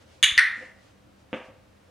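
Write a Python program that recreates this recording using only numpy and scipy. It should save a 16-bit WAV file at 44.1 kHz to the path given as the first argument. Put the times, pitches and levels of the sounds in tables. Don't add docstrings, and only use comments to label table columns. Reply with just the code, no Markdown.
import sys
import numpy as np
from scipy import signal
from scipy.fft import rfft, irfft
from scipy.io import wavfile
from scipy.ndimage import uniform_filter1d, minimum_filter1d

SR = 44100
rng = np.random.default_rng(int(sys.argv[2]) if len(sys.argv) > 2 else 0)


def master_out(mix):
    frames = np.transpose(np.atleast_2d(mix))
    ceiling = np.clip(frames, -1, 1)
    pcm = np.round(ceiling * 32767).astype(np.int16)
    wavfile.write(sys.argv[1], SR, pcm)


N = 83790
T = np.arange(N) / SR
HZ = np.fft.rfftfreq(2 * N, 1 / SR)

# frequency_hz, side_to_mid_db
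AMBIENT_WIDTH = [(80, -15.5), (210, -7.5), (420, -0.5), (900, 0), (1800, -3.5), (6500, -4.5), (12000, -1)]


def clicker():
    # ring_db, crack_db, echo_db, tail_db, chatter_db
    press_levels = (24.5, -2, 5, 5, -3.5)
    release_levels = (28, -1.5, 2, 6, 8)
    # pitch_hz, width_hz, level_db
    bent_modes = [(1250, 330, -21.5), (1805, 520, -5), (2330, 480, -7), (2920, 340, -2), (3473, 490, 1),
                  (4050, 290, -25.5), (6574, 760, -7.5), (9880, 4100, -21)]
    free_modes = [(1050, 480, -26), (1440, 600, -14), (1860, 303, 2.5), (2086, 337, -3), (2377, 600, -15.5),
                  (3730, 730, -20), (4180, 470, -19.5), (5894, 1600, -29), (8300, 1200, -34.5),
                  (9966, 500, -26.5)]
    press = snap(press_levels, bent_modes, start_s=.2279)
    release = snap(release_levels, free_modes, start_s=.3781)
    return press + release


def snap(levels, modes, start_s):
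    # frequency_hz, level_db
    crack_spectrum = [(100, -34.5), (450, -24.5), (800, -12.5), (1500, 8.5), (4000, 3), (5300, -6),
                      (10500, -16), (13000, -17), (16000, -19.5)]
    # frequency_hz, side_to_mid_db
    snap_width = [(500, -15), (1000, -13), (2000, -17.5), (3500, -12.5), (7000, -8), (12000, -4)]
    ring_db, crack_db, echo_db, tail_db, chatter_db = levels
    tongue = sum((-1) ** k * amp(db) * band(hz, width) ** 2 for k, (hz, width, db) in enumerate(modes))
    case = high_pass(hz=605, order=2)
    crack = pulse(crack_spectrum)
    source = amp(ring_db) * tongue * case + amp(crack_db) * crack
    chatter = rng.standard_normal(N) * np.exp(-T / .001)
    chatter = shape(chatter / np.linalg.norm(chatter), delay(start_s) * crack)
    return room(delay(start_s) * source, echo_db, tail_db, snap_width) + amp(chatter_db) * chatter


def feet(heel_s=1.3298):
    # pitch_hz, width_hz, level_db
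    floor_modes = [(238, 30, 8), (289, 54, 0.5), (375, 78, -6.5), (513, 40, 5), (640.6, 12, -4.5),
                   (770, 70, -17.5), (918, 80, -15), (1150, 150, -11), (1560, 260, -11)]
    # frequency_hz, level_db
    knock_spectrum = [(40, -6), (130, -3), (600, -5), (1400, -8.5), (2300, 6), (2900, 4), (3600, -5),
                      (4400, -31.5), (6200, -27), (10000, -47), (16000, -75)]
    # ring_db, knock_db, echo_db, tail_db
    levels = (11, -4.5, -3.5, 4)
    # start_s, level_db, contact_s, scuff_db, treble_cut_hz
    footfalls = [(.03, -8.5, .012, -21, 260), (.56, -6.5, 0.0073, -26, 266), (.605, -6.5, 0.0093, -6, 1583),
                 (1.04, -9, .01, -31.5, 260), (1.482, -10.5, .003, -12, 1180),
                 (1.876, -18.5, 0.0082, -24, 800)]
    # frequency_hz, side_to_mid_db
    step_width = [(100, -21.5), (250, -29.5), (450, -22.5), (900, -17), (3500, -15), (7000, -4)]
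    ring_db, knock_db, echo_db, tail_db = levels
    floor = ring(floor_modes) * low_pass(hz=2120, order=5)
    knock = pulse(knock_spectrum)
    steps = delay(heel_s) * (amp(ring_db) * floor + amp(knock_db) * knock)
    for start_s, level_db, contact_s, scuff_db, treble_cut_hz in footfalls:
        push = rng.standard_normal(N) * T * np.exp(-T / contact_s)
        soft_push = rfft(push / np.linalg.norm(push), 2 * N) * low_pass(treble_cut_hz, order=2)
        steps += delay(start_s) * amp(level_db) * soft_push * (floor + amp(scuff_db) * knock)
    return room(steps, echo_db, tail_db, step_width)


def clothes():
    # peak_s, half_length_s, level_db
    swishes = [(.02, 0.026, -60), (0.135, 0.12, -59.5), (0.595, 0.15, -55), (0.854, 0.12, -62.5),
               (1.204, 0.045, -65.5), (1.366, 0.058, -58.5), (1.46, 0.052, -61.5), (1.89, 0.057, -73)]
    # frequency_hz, relative_db
    cloth_spectrum = [(100, -6.5), (500, 11.5), (1200, 4.5), (3000, 5.5), (6000, 0.5), (9500, -7),
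                      (13000, -24), (16000, -34)]
    movement = sum(amp(db) * np.exp(-2 * ((T - peak_s) / half_s) ** 2) for peak_s, half_s, db in swishes)
    return noise(cloth_spectrum) * movement


def bumps():
    # start_s, relative_db
    hits = [(.236, 3.5), (0.32, 0), (0.373, -3)]
    impulses = sum(amp(db) * delay(start_s) for start_s, db in hits)
    return amp(9.5) * irfft(band(hz=60, width_hz=70) ** 2 * impulses)[:N]


def room(source, echo_db, tail_db, stereo_width, build_s=.0064):
    # frequency_hz, t60_s
    decay_times = [(100, 0.17), (300, 0.19), (800, 0.56), (1900, .49), (3500, 0.42), (7000, 0.28),
                   (11000, 0.3), (15000, 0.095)]
    wash = rfft(diffuse(stereo_width), 2 * N)
    tail = 0
    for centre_hz, t60_s in decay_times:
        share = curve([(hz, hz == centre_hz) for hz, _ in decay_times])
        tail += irfft(wash * share)[:, :N] * np.exp(-np.log(1000) * T / t60_s)
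    tail = tail * (1 - np.exp(-T / build_s)) / np.sqrt(SR * .033)
    response = 1 + amp(echo_db) * echoes(stereo_width) + amp(tail_db) * rfft(tail, 2 * N)
    return irfft(source * response)[:, :N]


def echoes(stereo_width, scatter_s=.0009, scatter_db=.5):
    # delay_s, relative_db
    reflections = [(.0045, -3), (.0068, -11.5), (.0101, 0.5), (0.0108, -2.5), (0.0156, 0), (0.0133, -9.5)]
    mirrored = sum(amp(db) * delay(delay_s) for delay_s, db in reflections)
    burst_power = sum(amp(db) ** 2 * (T >= delay_s) * np.exp(-2 * np.abs(T - delay_s) / scatter_s)
                      for delay_s, db in reflections)
    scattered = diffuse(stereo_width) * np.sqrt(burst_power * 2 / (SR * scatter_s))
    return (.55 * mirrored + amp(scatter_db) * rfft(scattered, 2 * N)) * low_pass(hz=9000, order=1)


def room_tone(noise_db=-59.5):
    # frequency_hz, relative_db
    air_spectrum = [(20, -25), (45, -10), (75, -13.5), (125, -9.5), (160, -17.5), (290, -7), (400, -15.5),
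                    (600, -12.5), (800, -18), (1200, -18.5), (3000, -25), (6000, -32), (10000, -37.5),
                    (16000, -45.5)]
    # pitch_hz, width_hz, level_db
    resonances = [(89, 62, -62), (196.6, 8.6, -66.5), (526, 65, -69.5)]
    tone = amp(noise_db) * noise(air_spectrum)
    for pitch_hz, width_hz, level_db in resonances:
        drone = shape(diffuse(AMBIENT_WIDTH), band(pitch_hz, width_hz) ** 2)
        tone += amp(level_db) * drone / drone.std()
    return tone


def diffuse(stereo_width):
    mid, side = rng.standard_normal((2, N))
    return mid + shape(side, amp(curve(stereo_width))) * np.array([[1], [-1]])


def noise(spectrum):
    coloured = shape(diffuse(AMBIENT_WIDTH), amp(curve(spectrum)))
    return coloured / coloured.std()


def pulse(spectrum):
    cepstrum = irfft(np.log(amp(curve(spectrum))))[:N]
    return np.exp(rfft(2 * cepstrum, 2 * N) - cepstrum[0])


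def ring(modes):
    return sum(amp(db) * band(hz, width_hz) for hz, width_hz, db in modes)


def band(hz, width_hz):
    return 1j * HZ * width_hz / (hz * hz - HZ ** 2 + 1j * HZ * width_hz)


def high_pass(hz, order):
    return signal.freqs(*signal.butter(order, 1, "high", analog=True), HZ / hz)[1]


def low_pass(hz, order):
    return signal.freqs(*signal.butter(order, 1, analog=True), HZ / hz)[1]


def delay(seconds):
    return np.exp(-2j * np.pi * HZ * seconds)


def shape(sound, response):
    return irfft(rfft(sound, 2 * N) * response)[..., :N]


def curve(points):
    hz, values = np.array(points, float).T
    return np.interp(np.log(HZ + 1), np.log(hz), values)


def amp(db):
    return 10 ** (np.asarray(db) / 20)


def scene():
    action = clicker() + feet() + clothes()
    return shape(action, low_pass(hz=11300, order=8)) + bumps() + room_tone()


def record(dry, ceiling=.68, reach_s=.0006, top_hz=16200):
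    window = int(reach_s * SR) * 2 + 1
    gain = ceiling / np.maximum(np.abs(dry).max(axis=0), ceiling)
    smooth_gain = uniform_filter1d(minimum_filter1d(gain, window), window)
    top_cut = signal.ellip(8, .2, 70, top_hz, fs=SR, output="sos")
    return signal.sosfilt(top_cut, dry * smooth_gain)


dry = scene()
out = record(dry)
master_out(out)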